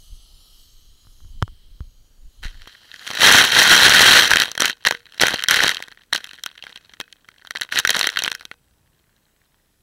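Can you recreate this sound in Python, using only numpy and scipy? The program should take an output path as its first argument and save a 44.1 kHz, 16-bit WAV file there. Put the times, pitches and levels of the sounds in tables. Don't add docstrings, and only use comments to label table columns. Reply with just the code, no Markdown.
import sys
import numpy as np
from scipy import signal
from scipy.fft import rfft, irfft, next_fast_len
from scipy.io import wavfile
from scipy.ndimage import uniform_filter1d, map_coordinates

SR = 44100
rng = np.random.default_rng(int(sys.argv[2]) if len(sys.argv) > 2 else 0)


def wav_record(signal):
    frames = np.transpose(np.atleast_2d(signal))
    bounded = np.clip(frames, -1, 1)
    quanta = np.round(bounded * 32767).astype(np.int16)
    wavfile.write(sys.argv[1], SR, quanta)


N = 433062

# time_s, level_db
DIRECT_SPRAY = [(2.8, -69), (3.0, -49), (3.14, -29), (3.19, -23), (3.22, -9), (3.4, -8), (3.49, -20),
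                (3.6, -10), (3.66, -13.5), (3.72, -8.5), (3.92, -11.5), (4.0, -8.5), (4.2, -9.5),
                (4.27, -20), (4.42, -22), (4.5, -40), (4.56, -59.5)]


def amp(db):
    return 10 ** (np.asarray(db) / 20)


def unit(x):
    return x / np.sqrt(np.mean(x ** 2) + 1e-20)


def curves(rows, off_db=-120):
    times, *columns = np.transpose(rows)
    return [np.interp(np.arange(N) / SR, times, column, left=off_db, right=off_db) for column in columns]


def wobble(rate):
    return map_coordinates(rng.standard_normal(int(N * rate / SR) + 4), [np.arange(N) * rate / SR])


def filtered(x, response):
    size = next_fast_len(N + SR // 2)
    return irfft(rfft(x, size) * response(np.fft.rfftfreq(size, 1 / SR)), size)[..., :N]


def rush(spectrum, patchy_db):
    bins = signal.stft(rng.standard_normal(N), nperseg=512)[2]
    patches = uniform_filter1d(rng.standard_normal(bins.shape), size=4, axis=0)
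    patches = uniform_filter1d(patches, size=45, axis=1)
    noise = signal.istft(bins * amp(patchy_db * unit(patches)), nperseg=512)[1][:N]
    hz, db = np.transpose(spectrum)
    return unit(filtered(noise, lambda f: amp(np.interp(np.log(f + 1), np.log(hz + 1), db))))


def noise_floor():
    air_spectrum = [(9, -44), (15, -11), (60, -4.5), (150, -9), (600, -19.5), (1100, -21), (3000, -25),
                    (6000, -26.5), (15800, -26.5)]
    whine_tones = [(7903, -89), (7935, -87), (7962, -93.5)]
    air_db, buzz_db, buzz_hz = -65, -72, 30.3
    phase_per_hz = 2 * np.pi * np.arange(N) / SR
    whine = sum(amp(db + 1.5 * wobble(6)) * np.sqrt(2) * np.sin(hz * phase_per_hz)
                for hz, db in whine_tones)
    buzz = sum(amp(buzz_db - 4.5 * np.log2(k) + 2.5 * wobble(3)) * np.sin(k * buzz_hz * phase_per_hz)
               for k in range(1, 23))
    return amp(air_db) * rush(air_spectrum, patchy_db=-1.5) + whine + buzz


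def hose_hiss():
    hiss_levels = [(0, -57.5, -59.5), (0.6, -56.5, -59.5), (0.8, -61, -64), (1.3, -63.5, -64),
                   (1.6, -62.5, -71), (2.2, -71, -70), (2.6, -57, -65), (3, -55, -60.5), (3.1, -40, -48)]
    lower_spectrum = [(590, -63), (1000, -22.5), (1280, -11.5), (1410, -22), (1520, -36.5), (1880, -23.5),
                      (2380, -30.5), (2910, -4), (3100, 2.5), (3290, -2), (3520, -9.5), (4070, -0.5),
                      (5800, -17), (7540, -45.5), (12800, -120)]
    upper_spectrum = [(3060, -30.5), (5200, -9), (6640, -5), (7220, -12), (9130, -13.5), (10200, -7.5),
                      (11600, -21.5), (12600, -9), (15000, -25.5)]
    lower_db, upper_db = curves(hiss_levels)
    upper = amp(upper_db) * rush(upper_spectrum, patchy_db=5.0)
    delay_s = 0.00047 + 0.00004 * wobble(3.5)
    reflection = 0.25 * map_coordinates(upper, [np.arange(N) - SR * delay_s])
    lower = amp(lower_db) * rush(lower_spectrum, patchy_db=1.5)
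    return upper + reflection + lower


def handling():
    grip_levels = [(0, -48.5), (0.25, -45.5), (0.45, -51), (1.05, -51), (1.27, -37.5), (1.45, -43),
                   (1.65, -42.5), (1.92, -48), (2.15, -44), (2.38, -45), (2.5, -34), (2.62, -43),
                   (2.72, -73), (2.9, -76)]
    grip_spectrum = [(7.1, -38), (12, -2), (27, -0.5), (40, -7.5), (153, -32), (182, -38.5), (300, -40.5),
                     (390, -84), (660, -120)]
    door_modes = [(412, -5.5, 0.0066), (1248, 4.5, 0.0049), (3097, -8, 0.007), (5050, -18, .008),
                  (7520, -41, 0.0051)]
    knocks = [(1.05, -54, -49, 90), (1.07, -45.5, -38, 93), (1.205, -48.5, -48, 94),
              (1.248, -52, -33.5, 70), (1.42, -27.5, -46, 60), (1.4252, -8, -4.5, 98),
              (1.479, -31.5, -58, 122), (1.806, -35.5, -17.5, 62), (2.454, -41, -19.5, 24.6),
              (2.674, -31, -52, 60)]
    rumble = unit(amp(4.5 * wobble(18)) * rush(grip_spectrum, patchy_db=-1.5))
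    sound = amp(curves(grip_levels)[0]) * rumble
    t = np.arange(SR // 5) / SR
    door = sum(amp(db - 60 * t / t60) * np.sin(2 * np.pi * hz * t) for hz, db, t60 in door_modes)
    for start_s, crack_db, thump_db, thump_hz in knocks:
        envelope = (1 - np.exp(-t / 0.0014)) * amp(-13 * t * thump_hz)
        thump = envelope * np.sin(2 * np.pi * thump_hz * t + 1.2)
        sound[round(start_s * SR):][:len(t)] += amp(crack_db) * door + amp(thump_db) * thump
    return sound


def shell(force):
    shell_modes = [(275, 860, -3), (1077, 560, 3.5), (1518, 240, 5.5), (1925, 330, 3), (2717, 310, -6.5),
                   (3167, 189, -2.5), (3840, 360, -3.5), (4297, 420, -6), (5770, 680, 2), (8700, 2500, -9),
                   (10250, 1000, -5), (13500, 4000, -16.5)]
    lingering_modes = [(474, 8, -4), (1528, 24, 1), (2546, 11, -12), (3195, 60, -11)]

    def response(f):
        groups = np.zeros((4, len(f)), complex)
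        for k, (hz, width, db) in enumerate(shell_modes + lingering_modes):
            group = np.searchsorted([1300, 2400, 5000], hz)
            resonance = 1j * f * width / (hz * hz - f * f + 1j * f * width)
            groups[group] += (-1) ** k * amp(db) * resonance
        return groups / np.sqrt(np.mean(np.abs(groups) ** 2, axis=1, keepdims=True))
    return filtered(force, response).sum(axis=0)


def pushes(start_s, gains, decay_s):
    t = np.arange(256) / SR
    bursts = rng.standard_normal((len(start_s), len(t))) * np.exp(-t / decay_s)
    bursts /= np.linalg.norm(bursts, axis=1, keepdims=True)
    samples = (np.round(start_s * SR).astype(int)[:, None] + np.arange(len(t))).ravel()
    return np.array([np.bincount(samples, (bursts * gain[:, None]).ravel(), N + SR)[:N]
                     for gain in gains.T])


def contact_db():
    strays = [(2.42, -58), (4.8, -56.5), (5.05, -55.5), (5.19, -46), (5.9, -61), (6.1, -72), (6.25, -52),
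              (6.8, -55), (7.25, -69), (7.45, -61.5), (8.45, -59.5), (8.58, -76), (9.2, -75.5), (9.82, -78)]
    # start_s, hold_s, level_db, fall_db_per_s
    showers = [(2.429, 0.025, -36, 298), (2.674, 0.011, -45.5, 204), (4.599, .1, -24, 597),
               (4.854, 0.067, -30, 320.5), (5.206, .08, -22, 161.5), (5.49, .2, -21.5, 189.5),
               (6.125, 0.028, -31, 204), (7.554, 0.0073, -40, 500), (7.616, .015, -38, 500),
               (7.715, .08, -26, 302), (7.89, .17, -27, 120), (8.168, 0.1, -41.5, 150)]
    rise_db_per_s = 5000
    t = np.arange(N) / SR
    power = amp(curves(DIRECT_SPRAY)[0]) ** 2 + amp(curves(strays)[0]) ** 2
    for start_s, hold_s, level_db, fall_db_per_s in showers:
        onset_db = rise_db_per_s * np.maximum(start_s - t, 0)
        fade_db = fall_db_per_s * np.maximum(t - start_s - hold_s, 0)
        power += amp(level_db - onset_db - fade_db) ** 2
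    return 10 * np.log10(power)


def sharp_taps():
    # start_s, low_modes_db, upper_modes_db
    taps = [(2.4358, -12.5, -10), (2.446, -16, -14), (2.6186, -24, -19.5), (2.6744, -34, -16.5),
            (2.915, -19, -16), (2.9408, -11.0, -14), (2.9602, -21, -16.5), (2.9935, -21, -14.5),
            (3.0699, -7, -4), (3.0755, 0, -5.5), (3.1038, -16, -8.5), (4.3074, 8.5, 12), (4.314, 20, 8),
            (4.3345, 20.5, 13), (4.3581, 13, 12.5), (4.3696, 13, 11), (4.3997, 8, 12), (4.4192, 12.5, 9.5),
            (4.4346, 3, 4), (4.5156, -10, -5), (4.5515, -0.5, -12), (4.5768, 0.5, 0.0), (4.5979, 1, 1.5),
            (4.604, 2, 4.5), (4.62, 11.5, 9.5), (4.6459, 9.5, 5.5), (4.6555, 4, 11), (4.68, -12, 3.0),
            (4.6972, -1, 1), (4.8505, 6.0, 5.5), (4.8637, 7.5, 9.5), (4.869, 13.5, 15), (4.8865, 1.0, 1.0),
            (4.9094, 11.5, 3), (5.1976, 1, 4.5), (5.2141, 12, 12), (5.222, 13, 12.5), (5.2344, 19.5, 6.5),
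            (5.268, 10, 6.5), (5.2827, 8, 0.5), (5.3396, -19, 2.0), (5.3911, -16, -4), (5.423, -5.0, -5.0),
            (5.4378, -2, 3), (5.485, 10, 8.5), (5.5094, 15.5, 11.5), (5.5291, 2, 1.5), (5.5424, 12.5, 7.5),
            (5.5579, -9, 5.5), (5.6043, 12, 5.5), (5.636, 10, 9.5), (5.6435, 12.0, 6.0), (5.6634, 9.5, 4.5),
            (5.6792, 8.0, 7), (5.6925, 7.5, 7.5), (5.7126, -14, -1.5), (5.7457, -15, -2),
            (5.7688, -6, -2.5), (5.8241, -6.5, -5.0), (5.8822, -16, -17.5), (5.916, -18.5, -22.5),
            (5.922, -19, -17.0), (5.9733, -20.5, -27.5), (6.0346, -30, -29), (6.1273, 6, 0),
            (6.1318, 3, 7.5), (6.147, -2.0, -2), (6.1597, -16, 0.5), (6.177, -25, -9), (6.2427, -15, -9),
            (6.2912, -24, -17.5), (6.3328, -15, -15), (6.3613, -35, -26.5), (6.3861, -20, -25),
            (6.4362, -3.5, -2.5), (6.461, 0.0, 4), (6.5768, -20, -19), (6.6242, -18.0, -10.0),
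            (6.6379, -9.0, -13), (6.6671, -3.5, -17.5), (6.7585, -14, -11), (6.7742, -19, -17),
            (6.8559, -39, -30), (6.8939, -21, -22.5), (6.936, -16, -22.0), (7.001, -2.5, 0),
            (7.1258, -29.5, -14), (7.245, -29, -32.5), (7.287, -10.5, -20.5), (7.3822, -34, -27.5),
            (7.4208, -25, -31), (7.4487, -19, -20), (7.471, -16, -15.5), (7.5076, 0, -7),
            (7.5517, -2, -11.5), (7.5581, -0.5, -3.5), (7.5705, -8, -6.5), (7.6114, -1, -1.5),
            (7.6181, 1.5, 2), (7.6327, -17, -5.5), (7.69, -20, -19.5), (7.7229, 2, -6.0), (7.7577, 2, 4),
            (7.7738, 3, 5), (7.7881, 7.5, 9.5), (7.7986, 5, -1.5), (7.8501, 15.5, 3), (7.8738, 5.5, 8.5),
            (7.8928, 11, 9.0), (7.9042, 2, 4), (7.9452, 2.5, 1), (7.9645, 6.5, 3.0), (7.9924, -0.5, 5),
            (8.0109, 4.0, 8.0), (8.0292, 4, 6), (8.0418, 9, 6.5), (8.0708, 6.5, 5), (8.0904, 1, -5),
            (8.1594, -3.5, -4.5), (8.171, 9.5, 5), (8.1893, -6, 7), (8.2011, -7.0, -6.5),
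            (8.2209, -3.0, 0.5), (8.2371, -0.5, -1.0), (8.246, -7, 2.5), (8.2616, -0.5, 0),
            (8.2777, 6.0, 4.5), (8.3, -14.0, -11.0), (8.3161, 1.5, 1.5), (8.3499, -6, -9.5),
            (8.3959, -22, -15.5), (8.4088, -9, -13), (8.4522, -14.5, -9.5), (8.5136, -5.5, -12),
            (9.0932, -42, -50), (9.1637, -50, -40), (9.254, -47.5, -42), (9.4154, -32.5, -44),
            (9.4542, -49, -41)]
    start_s, low_db, upper_db = np.transpose(taps)
    chance = rng.standard_normal((len(start_s), 2))
    bass_db = low_db - 9.0 + 3 * chance[:, 0]
    high_db = 1.086 * upper_db - 8.5 + 4.8 * chance[:, 1]
    return pushes(start_s, amp(np.transpose([bass_db, low_db, upper_db, high_db])), decay_s=0.0013)


def patter(tap_force):
    level_db = contact_db()
    trail = signal.lfilter([1], [1, -np.exp(-1 / (0.007 * SR))], np.sum(tap_force ** 2, axis=0))
    level = np.sqrt(amp(level_db) ** 2 + amp(-85) * np.abs(trail))
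    heavy = np.clip((level_db + 30) / 15, 0, 1)
    dripping = np.arange(N) / SR > DIRECT_SPRAY[-1][0]
    base_rate = 330 - 110 * dripping + 1500 * heavy
    hits = np.flatnonzero(rng.random(N) < base_rate / SR * amp(2.5 * wobble(60)))
    chance = rng.standard_normal((len(hits), 5))
    size_spread_db = 4.08 + 1.6 * (dripping * (1 - heavy))[hits, None]
    hit_db = size_spread_db * chance[:, :1] + 3.97 * chance[:, 1:] + [-14, -6, -6, -15.5]
    hit_db[:, 3] += 2.3 * heavy[hits]
    gains = amp(hit_db) * level[hits, None] * np.sqrt(SR / base_rate[hits, None])
    light = np.clip((-18.5 - level_db) / 25, 0, 1)
    faint = np.clip((-49 - level_db) / 12, 0, 1)
    mist_db = (7 - 4 * dripping) * light - 5 * dripping * faint
    mist = amp([[-28], [-14], [-13], [-22]]) * amp(mist_db) * level * rng.standard_normal((4, N))
    return pushes(hits / SR, gains, decay_s=0.00089) + mist


def grass_and_water():
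    tap_force = sharp_taps()
    return shell(tap_force + patter(tap_force))


def scene():
    return (grass_and_water() + hose_hiss() + handling() + noise_floor())[None]


def record(dry):
    ceiling, hardness, top_hz = 0.73, 7, 15780
    clipped = dry / (1 + np.abs(dry / ceiling) ** hardness) ** (1 / hardness)
    return filtered(clipped, lambda hz: hz < top_hz)


dry = scene()
out = record(dry)
wav_record(out)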